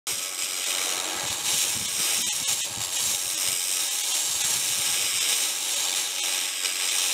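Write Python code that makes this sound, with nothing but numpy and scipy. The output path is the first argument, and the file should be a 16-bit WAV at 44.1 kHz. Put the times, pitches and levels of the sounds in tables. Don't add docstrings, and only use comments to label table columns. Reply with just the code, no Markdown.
import sys
import numpy as np
from scipy import signal
from scipy.fft import rfft, irfft, next_fast_len
from scipy.io import wavfile
from scipy.ndimage import uniform_filter1d, map_coordinates

SR = 44100
rng = np.random.default_rng(int(sys.argv[2]) if len(sys.argv) > 2 else 0)


def store_wav(level_fs):
    pcm = np.round(np.clip(np.atleast_2d(level_fs), -1, 1) * 32767)
    wavfile.write(sys.argv[1], SR, pcm.T.astype(np.int16))


N = 314433
SCAN_HZ, TOP_HZ = 91.74, 15650


def ablation(body_depth, rasp_depth, hiss_trim_db, rasp_trim_db):
    # f/Hz, level/dB
    hiss_spectrum = [(300, -40), (1500, -18.5), (2000, -13), (2500, -5.5), (3200, -7), (4000, -5),
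                     (5500, 2), (6400, -2.5), (7500, 0), (8700, -1), (10000, -7.5), (12000, -6.5),
                     (14000, -15), (15700, -21)]
    rasp_spectrum = [(40, -37), (120, -21.5), (270, -5), (550, 0), (850, 2), (1600, -2.5), (2500, -4.5),
                     (5000, -75), (15000, -45.5)]
    repeat_share = 0.68 + 0.22 * line_height()
    peaks = narrow_peaks()
    hiss_response = colour(hiss_spectrum) * peaks
    throb = throbbing(patch_db=1.5, flake_db=2.5)
    source = sweep_bursts(repeat_share, memory=0.52, blur_hz=5000)
    body_band = 1 / (1 + (bins() / 4400) ** 6)
    body = filtered(unit(source * throb ** body_depth), hiss_response * body_band)
    top = filtered(unit(source * throb), hiss_response * (1 - body_band))
    hiss = unit(brighten(body + top, body_share=0.83, middle_share=0.58))
    rasp = sweep_bursts(repeat_share, memory=0.58, blur_hz=4500) * throb ** rasp_depth
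    rasp = unit(filtered(rasp, colour(rasp_spectrum) * peaks))
    hiss_gain, rasp_gain = flaring(rasp_bed_db=-47)
    sizzling = hiss * hiss_gain * undb(hiss_trim_db) + rasp * rasp_gain * undb(rasp_trim_db)
    return sizzling + spitting(hiss_response)


def sweep_bursts(repeat_share, memory, blur_hz):
    f = bins()
    feedback = memory * np.exp(-(f / blur_hz) ** 2) * f / np.hypot(f, 280)
    comb = np.sqrt(1 - feedback ** 2) / (1 - feedback * np.exp(-2j * np.pi * f / SCAN_HZ))
    repeated = filtered(sizzle(spread_db=2.5), comb)
    return np.sqrt(repeat_share) * repeated + np.sqrt(1 - repeat_share) * sizzle(spread_db=4.5)


def sizzle(spread_db):
    return unit(rng.standard_normal(N) * undb(spread_db * rng.standard_normal(N)))


def throbbing(patch_db, flake_db, swing_start_s=0.075, limit_db=4):
    # t/s, level/dB
    rust_imbalance = [(.12, 0), (.3, 7), (.46, 6), (.54, 9), (.87, 8.5), (1.25, 4.5), (1.45, 3.5),
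                      (1.62, -1), (1.92, 3), (2.1, 0.5), (2.65, 1), (2.8, -12), (2.92, -2), (3.1, 7.5),
                      (3.45, 7), (3.95, -1), (4.4, -2), (4.73, -5.5), (5.25, 2), (5.6, -6), (5.83, 1),
                      (5.93, 11), (6.04, -4), (6.45, -7.5), (6.62, 9), (6.9, 6.5), (7.05, 2.5)]
    place = np.abs(2 * ((times() - swing_start_s) * SCAN_HZ % 1) - 1)
    bite_db = curve(rust_imbalance) / 2 * np.tanh((place - 0.55) / 0.16)
    bite_db += patch_db * patches(place, across=10.54, per_s=5.5)
    bite_db += flake_db * patches(place, across=13.44, per_s=70)
    return evened(np.tanh(evened(undb(bite_db)) / undb(limit_db)))


def flaring(rasp_bed_db):
    # t/s, level/dB
    hiss_bed = [(0.07, -34.5), (1.2, -32.5), (2.3, -27.5), (2.72, -33.5), (3.2, -29.5), (4.6, -27),
                (5.6, -30), (7.13, -30.5)]
    # centre t/s, length/s, hiss level/dB, rasp level/dB
    flares = [(0.082, 0.1, -29, -44), (0.194, 0.2, -34, -69), (0.425, 0.08, -30.5, -50),
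              (0.577, 0.26, -33.5, -49), (0.7, 0.082, -29, -42.5), (0.854, 0.24, -28.5, -39.5),
              (1.147, 0.37, -35, -39.5), (1.313, 0.068, -30.5, -52), (1.403, 0.1, -44, -48),
              (1.517, 0.12, -25, -43.5), (1.608, 0.07, -25, -58), (1.683, 0.14, -29.5, -46),
              (2.085, 0.21, -27.5, -42.5), (2.24, 0.11, -33.5, -63), (2.506, 0.078, -26, -47.5),
              (2.62, 0.078, -29.5, -65.5), (2.831, 0.057, -30, -48), (3.05, 0.22, -28, -48.5),
              (3.465, 0.16, -30, -44.5), (3.78, 0.15, -32.5, -48.5), (4.148, 0.13, -33, -46),
              (4.494, 0.17, -29.5, -45), (4.71, 0.18, -33, -49), (4.955, 0.31, -28.5, -45),
              (5.314, 0.051, -25.5, -45), (5.318, 0.37, -27, -46), (5.86, 0.41, -28.5, -47),
              (5.978, 0.044, -29, -47), (6.333, 0.28, -28, -45.5), (6.66, 0.05, -28.5, -42.5),
              (6.73, 0.13, -32, -49), (6.837, 0.08, -29, -44), (7.03, 0.3, -26, -44.5)]
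    t = times()
    hiss_power, rasp_power = undb(curve(hiss_bed)) ** 2, undb(rasp_bed_db) ** 2
    for centre_s, length_s, hiss_db, rasp_db in flares:
        distance = np.minimum(np.abs(2 * (t - centre_s) / length_s), 10)
        swell = np.exp(-distance ** 4.7)
        hiss_power += swell * undb(hiss_db) ** 2
        rasp_power += swell * undb(rasp_db) ** 2
    return np.sqrt(hiss_power), np.sqrt(rasp_power)


def brighten(x, body_share, middle_share):
    # t/s, level/dB
    treble = [(.1, -5), (.7, -7), (1.2, -8), (1.55, -5.5), (2.5, -4.5), (2.8, -7), (3.05, -3.5),
              (4.6, -4.5), (5.2, -7.5), (5.65, -5.5), (5.9, -7.5), (6.7, -8.5), (7.1, -7.5)]
    tilt_db = curve(treble)
    tilt_db -= tilt_db.mean()
    body = filtered(x, 1 / (1 + (bins() / 4400) ** 6))
    top = filtered(x, 1 - 1 / (1 + (bins() / 9500) ** 8))
    middle = x - body - top
    return body * undb(-body_share * tilt_db) + middle * undb(middle_share * tilt_db) + top * undb(tilt_db)


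def spitting(hiss_response, attack_s=0.0026, release_s=0.012, dull_hz=5500):
    # t/s, peak level/dB
    spits = [(0.641, -27), (0.707, -26), (1.0, -29), (2.513, -28), (4.151, -24.5), (4.17, -26),
             (5.404, -30), (6.338, -29), (6.649, -24), (6.657, -27), (6.668, -34)]
    cracks = pulses(spits, attack_s, release_s) * rng.standard_normal(N)
    return filtered(cracks, unit(hiss_response / np.hypot(1, bins() / dull_hz)))


def narrow_peaks():
    # f/Hz, width/Hz, gain/dB
    peaks = [(321, 20.4, 10), (473, 32.5, 5), (575, 11, 10.5), (814, 53, 7), (947, 125, 5.5),
             (1124, 24.6, 8.5), (1293, 43, 5.5), (1634, 72.4, 9), (1810, 47, 2.5), (1980, 60, 6),
             (2257, 52, 6), (2505, 84, 3), (2870, 41, -1), (2917, 84, 5), (3168, 93, 5), (3520, 66, 4.5),
             (3797, 146, 4.5), (4153, 87, 3), (4270, 106, -4), (6720, 215, 3.5), (7220, 145, -7.5),
             (7510, 190, 3), (8790, 130, -11), (10600, 390, 0), (11650, 310, -6)]
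    f = bins() + 1
    response = 1
    for hz, width_hz, db in peaks:
        band = 1 / (1 + 1j * (f ** 2 - hz ** 2) / (f * width_hz))
        response = response * (1 + (undb(db) - 1) * band)
    return response


def line_height():
    # t/s, height
    turns = [(0, .25), (.44, .95), (1.28, -.85), (2.05, .6), (2.8, -1.1), (3.57, .8), (4.33, -.9),
             (5.14, .9), (5.88, -.75), (6.63, 1.15), (7.13, 0)]
    return curve(turns)


def reflections(x, ledge_ms=1.1):
    # mid-height delay/ms, gain, extra delay/ms and gain at the top
    faces = [(.172, -.205, .012, -.086), (.319, .29, .04, .017), (.42, -.03, .038, .032),
             (.535, .107, .04, .036), (.738, .063, .03, .01), (.805, .067, .01, .023),
             (1.088, .083, .003, -.046), (1.13, -.11, -.016, -.038), (1.338, .08, 0, -.026),
             (1.406, 0, .005, .062), (1.628, .056, .004, .007), (2.429, .037, .024, .006),
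             (3.162, .03, .023, -.013)]
    # t/s, gain
    ledge = [(0, -.15), (.5, -.22), (1, -.13), (1.4, 0)]
    height = line_height()
    paths = [(ms + extra_ms * height, gain + extra * height) for ms, gain, extra_ms, extra in faces]
    paths.append((ledge_ms, curve(ledge)))
    oversampled = signal.resample_poly(x, 4, 1)
    grid_s = np.arange(len(oversampled)) / (4 * SR)
    echoes = sum(gain * np.interp(times() - ms / 1000, grid_s, oversampled) for ms, gain in paths)
    return (x + echoes) / np.sqrt(1 + sum(gain ** 2 for _, gain in paths))


def glassy(x, tone_db, ring_s=0.024, full_length_s=0.028, half_span=2048):
    # centre t/s, length/s, depth/dB
    dips = [(.654, .013, 12), (1.295, .012, 12), (1.872, .014, 17), (2.247, .03, 28), (2.308, .029, 28),
            (2.459, .029, 28), (2.628, .028, 28), (2.981, .011, 12), (3.363, .014, 17), (3.898, .014, 17),
            (4.026, .013, 17), (4.132, .014, 15), (4.431, .014, 15), (5.198, .012, 12), (5.754, .012, 12),
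            (6.215, .029, 28), (6.905, .01, 11)]
    # f/Hz, level/dB
    tone_spectrum = [(200, -15), (1800, -13), (2600, -2), (3800, 0), (4600, -7), (5600, -1), (8300, 0),
                     (10000, -10), (15700, -21)]
    out = x.copy()
    t = np.arange(-half_span, half_span) / SR
    heard = bins() < TOP_HZ
    hz, weight = bins()[heard], np.abs(colour(tone_spectrum) * narrow_peaks())[heard]
    for centre_s, length_s, depth_db in dips:
        centre = int(centre_s * SR)
        span = slice(centre - half_span, centre + half_span)
        local_rms = x[centre - half_span // 2:centre + half_span // 2].std()
        strength = min(length_s / full_length_s, 1) ** 0.3
        ring = strength * np.exp(-np.abs(t / ring_s) ** 3)
        dip = undb(-depth_db * np.exp(-np.abs(2 * t / length_s) ** 3.5))
        tones = tone_cluster(t, hz, weight, count=44) * local_rms * ring * undb(tone_db)
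        out[span] = out[span] * dip * np.sqrt(1 - 0.5 * ring ** 2) + tones
    return out


def tone_cluster(t, hz, weight, count):
    cumulative = np.cumsum(weight ** 1.3)
    jitter, phase = rng.random((count, 2)).T
    quantiles = (np.arange(count) + 4 * jitter) / count % 1
    picks = np.searchsorted(cumulative, cumulative[-1] * quantiles)
    sines = np.sin(2 * np.pi * (np.outer(hz[picks], t) + phase[:, None]))
    return unit(weight[picks] ** 0.7 @ sines)


def buffeting(breeze_flutter_db, gust_trim_db, quick_ratio):
    # t/s, level/dB
    breeze_levels = [(.1, -69), (.8, -69), (1.3, -58), (2.9, -58), (3.3, -67), (3.7, -66), (4.15, -72),
                     (4.5, -54), (5.05, -55), (5.45, -69), (5.9, -61.5), (6.15, -66), (6.4, -83)]
    # t/s, peak level/dB before trim
    gusts = [(0.097, -60), (0.131, -48), (0.175, -51), (0.442, -56), (0.978, -53), (1.17, -49),
             (1.248, -41.5), (1.307, -40), (1.352, -52), (1.441, -54), (1.483, -49), (1.543, -43),
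             (1.576, -51), (1.641, -55), (1.768, -39), (1.818, -39.5), (1.866, -41), (1.931, -49),
             (1.999, -42), (2.197, -41), (2.273, -43), (2.418, -42.5), (2.522, -43.5), (2.717, -46),
             (2.778, -39.5), (2.811, -45), (3.034, -48), (3.079, -45), (3.109, -51), (3.145, -48),
             (3.267, -51), (3.345, -54), (3.489, -47), (3.526, -49), (3.826, -58), (4.304, -52),
             (4.362, -51), (4.409, -55), (4.445, -45), (4.511, -54), (4.565, -48), (4.647, -53),
             (4.715, -49), (4.791, -44), (4.89, -49), (4.923, -63), (5.153, -50), (5.216, -55.5),
             (5.785, -59)]
    # t/s, power share
    quick_eddies = [(1.3, 0.1), (1.8, .4), (2.25, 1), (2.75, 0.03)]
    # f/Hz, level/dB
    air_spectrum = [(20, -40), (45, -36), (75, 3), (115, 5.5), (170, 5), (250, -6), (400, -7.5),
                    (1000, -39), (4000, -90)]
    stirring = np.tanh(patches(np.zeros(N), across=1, per_s=32))
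    low = colour(air_spectrum)
    high = colour([(hz * quick_ratio, db) for hz, db in air_spectrum])
    breeze, slow, quick = (unit(filtered(rng.standard_normal(N), band)) for band in (low, low, high))
    breeze *= undb(curve(breeze_levels)) * unit(undb(breeze_flutter_db * stirring))
    quick_share = curve(quick_eddies)
    thuds = np.sqrt(1 - quick_share) * slow + np.sqrt(quick_share) * quick
    thuds = evened(thuds, window=900) * pulses(gusts, attack_s=0.024, release_s=0.026)
    return breeze + thuds * undb(gust_trim_db)


def workshop(x, t60_s, wet_db):
    t = np.arange(SR // 2) / SR
    tail = rng.standard_normal(len(t)) * undb(-60 * t / t60_s) * (t > 0.006)
    return x + undb(wet_db) * signal.fftconvolve(x, tail / np.linalg.norm(tail))[:N]


def patches(place, across, per_s):
    grid = rng.standard_normal((1024, 64))
    field = unit(map_coordinates(grid, [times() * per_s, place * across], order=1, mode="grid-wrap"))
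    return unit(np.tanh(field / 2))


def pulses(events, attack_s, release_s):
    t = times()
    return sum(undb(db) * np.interp(t, [s - attack_s, s, s + release_s], [0, 1, 0]) for s, db in events)


def evened(x, window=int(5 * SR / SCAN_HZ)):
    return x / np.sqrt(uniform_filter1d(x ** 2, window))


def filtered(x, response):
    size = next_fast_len(N + SR)
    return irfft(rfft(x, size) * response, size)[:N]


def colour(points):
    hz, db = np.transpose(points)
    return undb(np.interp(np.log(bins() + 1), np.log(hz), db))


def curve(points):
    return np.interp(times(), *np.transpose(points))


def bins():
    return np.fft.rfftfreq(next_fast_len(N + SR), 1 / SR)


def times():
    return np.arange(N) / SR


def undb(db):
    return 10 ** (np.asarray(db) / 20)


def unit(x):
    return x / np.sqrt(np.mean(x ** 2))


def scene(beam_on_s=0.069):
    gate = np.clip((times() - beam_on_s) / 0.00018, 0, 1)
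    laser = reflections(ablation(body_depth=1.39, rasp_depth=0.29, hiss_trim_db=0.5, rasp_trim_db=5.5))
    air = buffeting(breeze_flutter_db=4.5, gust_trim_db=2.0, quick_ratio=1.34)
    room = workshop(gate * (laser + air), t60_s=0.037, wet_db=-20)
    return glassy(room, tone_db=-0.25)[None]


def record(dry):
    return signal.sosfilt(signal.ellip(12, 0.1, 80, TOP_HZ, fs=SR, output="sos"), dry)


dry = scene()
out = record(dry)
store_wav(out)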